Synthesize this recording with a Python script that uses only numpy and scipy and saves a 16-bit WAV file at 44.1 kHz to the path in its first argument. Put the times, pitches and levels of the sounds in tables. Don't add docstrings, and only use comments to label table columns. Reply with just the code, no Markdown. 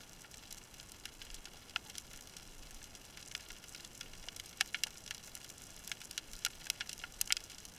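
import sys
import numpy as np
from scipy import signal
from scipy.fft import rfft, irfft, next_fast_len
from scipy.io import wavfile
from scipy.ndimage import map_coordinates

SR = 44100
rng = np.random.default_rng(int(sys.argv[2]) if len(sys.argv) > 2 else 0)


def materialize(psi):
    bounded = np.clip(np.atleast_2d(psi).T, -1, 1)
    quanta = np.round(bounded * 32767).astype(np.int16)
    wavfile.write(sys.argv[1], SR, quanta)


N = 343098

# (centre [Hz], width [Hz], level [dB])
CASE_RESONANCES = [(788, 157, -8.5), (1422, 102, -1.5), (1705, 193, -2.5), (2198, 296, -2), (2570, 60, -1),
                   (2837, 243, 1.5), (3290, 417, -2), (4028, 250, -3.5), (4435, 374, -8), (5000, 270, -3.5),
                   (5740, 530, -4), (6404, 590, -7.5), (7460, 700, -9), (8990, 2700, -13.5),
                   (10660, 320, -19), (13400, 2060, -17), (14800, 450, -37.5)]
# (time [s], relative level [dB])
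COLONY_ACTIVITY = [(0.0, -1.2), (4.5, 0.12), (5.001, 0), (7.2, 1.1), (7.78, -1.5)]
# (frequency [Hz], relative level [dB])
FAR_COLOUR = [(600, 3), (1400, -1), (2800, -4), (5700, -2), (8000, 0), (13000, 4.5), (15000, -16)]
# (lowest [Hz], highest [Hz])
SPOT_RANGE_HZ = (550, 15000)
# (frequency [Hz], relative level per Hz [dB])
RUSH_COLOUR = [(10, -11), (24, -10.5), (55, -11), (100, -13), (200, -15), (400, -19.5), (700, -23),
               (1200, -25.5), (3000, -45), (12000, -63), (15000, -50)]
# (time [s], relative peak level [dB], half-length [s])
WATER_SWELLS = [(0.505, -54, 0.051), (1.33, -53.5, 0.13), (2.107, -56, 0.12), (2.683, -54.5, 0.22),
                (3.526, -57, 0.033), (4.2, -54.5, .12), (5.777, -57.5, 0.11), (6.323, -51.5, .05),
                (6.574, -55, .04), (7.2, -60.5, 0.27)]
# (time [s], level [dB], bass edge [Hz], treble edge [Hz], scatter off the rocks [ms])
CLOSE_SNAPS = [(0.245, -52.4, 1690, 1900, 4.5), (0.5105, -48.5, 7400, 7800, 2.96),
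               (0.5261, -45.2, 13430, 10200, 0.82), (0.799, -48.5, 5400, 4860, 1),
               (0.919, -50, 13250, 14300, 1), (1.055, -41, 1880, 15600, 2.2),
               (1.217, -45.5, 3200, 4300, 2.6), (1.3024, -49.5, 3640, 6400, 1.6),
               (1.3437, -46, 9600, 8050, 2.26), (1.455, -46, 4100, 7100, 2.26),
               (1.7607, -31, 920, 3740, 0.91), (1.8992, -47.5, 3560, 18600, 2.54),
               (1.9535, -47.6, 3180, 7300, 1.6), (1.9819, -40, 9950, 8500, 1),
               (2.1368, -52, 410, 5500, 5.5), (2.3672, -46, 7350, 8300, 2.6),
               (2.8416, -50, 8710, 7900, 2.6), (2.9513, -49, 5110, 8300, 4.2),
               (3.173, -47, 1180, 15000, 3.4), (3.227, -50, 6520, 6400, 2.4),
               (3.3144, -48, 3390, 7300, 1.7), (3.3506, -36.5, 1480, 7700, 0.96),
               (3.5037, -46.5, 850, 6000, 2.3), (3.6406, -50, 1980, 16700, 3),
               (3.748, -45, 3090, 9000, 1.8), (3.848, -46.5, 10930, 5460, 1),
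               (4.0104, -41.5, 2980, 9300, 1.4), (4.2856, -40.5, 3590, 4730, 1.2),
               (4.363, -47.5, 10970, 9900, 1.86), (4.3984, -41.5, 2580, 13500, 1.6),
               (4.459, -49.7, 11240, 10700, 3.9), (4.6045, -44.9, 2340, 7800, 1.9),
               (4.6096, -26, 940, 12000, 1.9), (4.7452, -32.5, 2280, 2760, 3.1),
               (4.8358, -29.1, 3540, 11000, 1.3), (4.869, -46, 350, 19000, 3.8),
               (5.063, -48.5, 6810, 8550, 0.94), (5.1089, -37.5, 1470, 10800, 2.96),
               (5.147, -46.5, 7100, 8800, 1.6), (5.3522, -43.5, 14480, 11000, 1.3),
               (5.445, -48.6, 3720, 21400, 3.1), (5.876, -44.6, 11760, 15500, 1.1),
               (5.9161, -35.5, 1450, 8400, 1.9), (6.0158, -47, 2260, 19100, 3.2),
               (6.1108, -44, 6800, 11400, 1.5), (6.1778, -35, 3220, 10400, 2.2),
               (6.4496, -30, 3880, 16900, 1.1), (6.4623, -34, 850, 12100, 2.1),
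               (6.669, -46, 1200, 10400, 1.28), (6.701, -30, 3510, 14200, 0.5),
               (6.808, -35, 1480, 5300, 3.07), (6.894, -41, 5450, 9200, 2.5),
               (6.93, -42.5, 10140, 9000, 1.4), (7.0383, -39.5, 690, 2930, 2.8),
               (7.2131, -28.5, 14870, 11100, 1), (7.2751, -45, 8720, 7460, 1.1),
               (7.305, -33.5, 2050, 2500, 2.3), (7.3234, -25.5, 4250, 9600, 0.9),
               (7.368, -35.5, 5080, 6300, 1.15), (7.4987, -50, 3890, 10630, 4.8),
               (7.5829, -49, 6560, 7400, 2.7), (7.6524, -46.5, 10970, 8600, 2.5)]
# (frequency [Hz], relative level [dB])
NEAR_COLOUR = [(400, 8), (800, 4), (1100, 7.5), (1430, 4), (1900, 0.5), (2850, -1.15), (4000, -1.3),
               (6200, -1.85), (8400, -4), (10500, 0.1), (13000, -0.5), (16000, -8)]
# (time [s], relative level [dB], centre pitch [Hz])
DULL_KNOCKS = [(1.542, -46, 736), (4.242, -52, 673), (4.276, -40.5, 755), (4.863, -38.5, 720)]

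SNAP_WINDOW_S = 0.01
TOP_HZ = 16500


def amp(db):
    return 10 ** (np.asarray(db) / 20)


def unit(x):
    return x / np.sqrt(np.mean(x ** 2) + 1e-20)


def along(points, hz):
    freqs, values = np.transpose(points)
    return np.interp(np.log(hz + 1), np.log(freqs + 1), values)


def wobble(rate):
    knots = rng.standard_normal(int(N * rate / SR) + 4)
    return map_coordinates(knots, [np.arange(N) * rate / SR])


def filtered(x, response):
    padded = next_fast_len(N + SR // 4)
    hz = np.fft.rfftfreq(padded, 1 / SR)
    return irfft(rfft(x, padded) * response(hz), padded)[:N]


def causal(gain):
    cepstrum = irfft(np.log(np.maximum(gain, 1e-6)))
    half = len(cepstrum) // 2
    cepstrum[1:half] *= 2
    cepstrum[half + 1:] = 0
    return np.exp(rfft(cepstrum))


def add(track, s, sound):
    part = track[max(round(s * SR), 0):][:len(sound)]
    part += sound[:len(part)]


def case_gain(hz):
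    power = 0
    for centre, width, db in CASE_RESONANCES:
        power = power + amp(db) ** 2 / (1 + ((hz - centre) / width) ** 2) ** 3
    return np.sqrt(power)


def scatter_cloud(life_ms, size):
    ms = np.arange(size) * 1000 / SR
    burst = rng.standard_normal(size) * np.exp(-ms / max(life_ms, 0.2))
    return rfft(unit(burst)) / np.sqrt(size)


def arrivals(scatter_ms, direct=0.59, echo=0.39, echo_ms=2.3, echo_spread=0.31, reef_db=-19, reef_ms=9,
             linger=2.47, weed_hz=5000, evenness=0.93, span=1.31, size=4096):
    hz = np.fft.rfftfreq(size, 1 / SR)
    kept = 1 / (1 + (hz / weed_hz) ** 4)
    slow = scatter_cloud(scatter_ms * linger, size) + amp(reef_db) * scatter_cloud(reef_ms, size)
    fast = scatter_cloud(scatter_ms, size)
    scatter = slow * causal(np.sqrt(kept)) + fast * np.sqrt(1 - kept)
    delay_s = echo_ms * (1 + echo_spread * rng.uniform(-0.99, 1)) / 1000
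    paths = direct + echo * np.exp(-2j * np.pi * hz * delay_s) + scatter

    energy = np.cumsum(abs(paths) ** 2)
    upper = np.clip(np.searchsorted(hz, hz * span + 100), 0, len(hz) - 1)
    lower = np.clip(np.searchsorted(hz, hz / span - 100), 0, len(hz) - 1)
    broad_power = (energy[upper] - energy[lower]) / (upper - lower)
    return paths * causal(broad_power ** (-evenness / 2))


def snap(db, bass_hz, treble_hz, scatter_ms, bass_slope=3.65, treble_slope=5.3, size=4096):
    hz = np.fft.rfftfreq(size, 1 / SR)
    bass_loss = 1 + (bass_hz / (hz + 1)) ** bass_slope
    treble_loss = 1 + (hz / treble_hz) ** treble_slope
    passed = 1 / np.sqrt(bass_loss * treble_loss)
    colour = passed * case_gain(hz) * amp(along(NEAR_COLOUR, hz))
    sound = irfft(arrivals(scatter_ms) * causal(colour))
    return amp(db) * sound / np.sqrt(np.sum(sound ** 2) / (SNAP_WINDOW_S * SR))


def far_hiss(db=-62, flutter_db=2.0, flutter_rate=150):
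    noise = rng.standard_normal(N)
    hiss = unit(filtered(noise, lambda hz: case_gain(hz) * amp(along(FAR_COLOUR, hz))))
    return amp(db + flutter_db * wobble(flutter_rate)) * hiss


def crackle(colour, db, scatter_ms, spread_db, variety_db, count, strongest=3.3, spots=16, size=4096):
    out, hz = np.zeros(N), np.fft.rfftfreq(size, 1 / SR)
    gain = case_gain(hz) * amp(along(colour, hz))
    knots_hz = np.geomspace(*SPOT_RANGE_HZ, 6)
    for _ in range(spots):
        tilt_db = variety_db * rng.standard_normal(len(knots_hz))
        spot = amp(along(np.c_[knots_hz, tilt_db], hz))
        click = unit(irfft(arrivals(scatter_ms) * causal(gain * spot)))
        when, nearness = rng.random((count // spots, 2)).T
        strength = amp(spread_db * np.minimum(-np.log(1 - nearness), strongest))
        pulses = np.bincount((when * N).astype(int), strength, N)
        out += signal.oaconvolve(pulses, click)[:N]
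    return amp(db) * unit(out)


def stray_snaps(db=-54, spread_db=3.2, bass_hz=3000, treble_hz=7000, scatter_ms=2.2, variety=0.6, count=44):
    out = np.zeros(N)
    times = (np.arange(count) + rng.random(count)) * N / SR / count
    for s in times:
        strength, *shape = rng.standard_normal(4)
        bass, treble, scatter = np.exp(variety * np.array(shape)) * [bass_hz, treble_hz, scatter_ms]
        add(out, s, snap(db + spread_db * strength, bass, treble, scatter))
    return out


def water(db=-60, surge_db=-68, swell_db=0.8, surge_hz=25, width_hz=14):
    t = np.arange(N) / SR
    rush = unit(filtered(rng.standard_normal(N), lambda hz: amp(along(RUSH_COLOUR, hz))))
    surge = unit(filtered(rng.standard_normal(N), lambda hz: np.exp(-((hz - surge_hz) / width_hz) ** 2)))
    swelling = np.zeros(N)
    for s, peak_db, length in WATER_SWELLS:
        swelling += amp(swell_db + peak_db) * np.exp(-((t - s) / length) ** 2)
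    return amp(db) * rush + np.hypot(amp(surge_db), swelling) * surge


def close_snaps():
    out = np.zeros(N)
    for s, level_db, bass_hz, treble_hz, scatter_ms in CLOSE_SNAPS:
        add(out, s, snap(level_db, bass_hz, treble_hz, scatter_ms))
    return out


def knocks(db=4, t60=0.018, attack=0.0019, width=0.23):
    out, t = np.zeros(N), np.arange(SR // 10) / SR
    hz = np.fft.rfftfreq(len(t), 1 / SR)
    for s, level_db, pitch_hz in DULL_KNOCKS:
        phases = np.exp(2j * np.pi * rng.random(len(hz)))
        resonance = np.exp(-(np.log((hz + 1) / pitch_hz) / width) ** 2 / 2)
        body = unit(irfft(phases * resonance))
        envelope = amp(db + level_db - 60 * t / t60) * (1 - np.exp(-t / attack))
        add(out, s, envelope * body)
    return out


def chirp(s=1.856, db=-54, start_hz=895, end_hz=790, glide=0.0538, t60=0.22, attack=0.0039):
    out, t = np.zeros(N), np.arange(SR // 5) / SR
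    pitch_hz = np.interp(t, [0, glide], [start_hz, end_hz])
    phase = 2 * np.pi * np.cumsum(pitch_hz) / SR
    envelope = amp(db - 60 * t / t60) * (1 - np.exp(-t / attack))
    add(out, s, envelope * np.sin(phase))
    return out


def scene():
    # (frequency [Hz], relative level [dB])
    sharp_colour = [(1400, -12.5), (3000, -15.0), (6000, 2.5), (11000, 3), (15000, 1.0)]
    dull_colour = [(700, 5), (1500, -2.5), (4000, 3.5), (9000, -5.5)]
    sharp = crackle(sharp_colour, db=-59.5, scatter_ms=0.82, spread_db=5.5, variety_db=6, count=1600)
    dull = crackle(dull_colour, db=-63.0, scatter_ms=2.1, spread_db=3.5, variety_db=5, count=560)
    activity = amp(np.interp(np.arange(N) / SR, *np.transpose(COLONY_ACTIVITY)))
    reef = activity * (far_hiss() + sharp + dull + stray_snaps())
    return (reef + water() + close_snaps() + knocks() + chirp())[None]


def record(dry):
    treble = [(14000, 0), (15200, -3.5), (16200, -8)]  # (frequency [Hz], level [dB])
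    return np.array([filtered(dry[0], lambda hz: amp(along(treble, hz)) * (hz < TOP_HZ))])


dry = scene()
out = record(dry)
materialize(out)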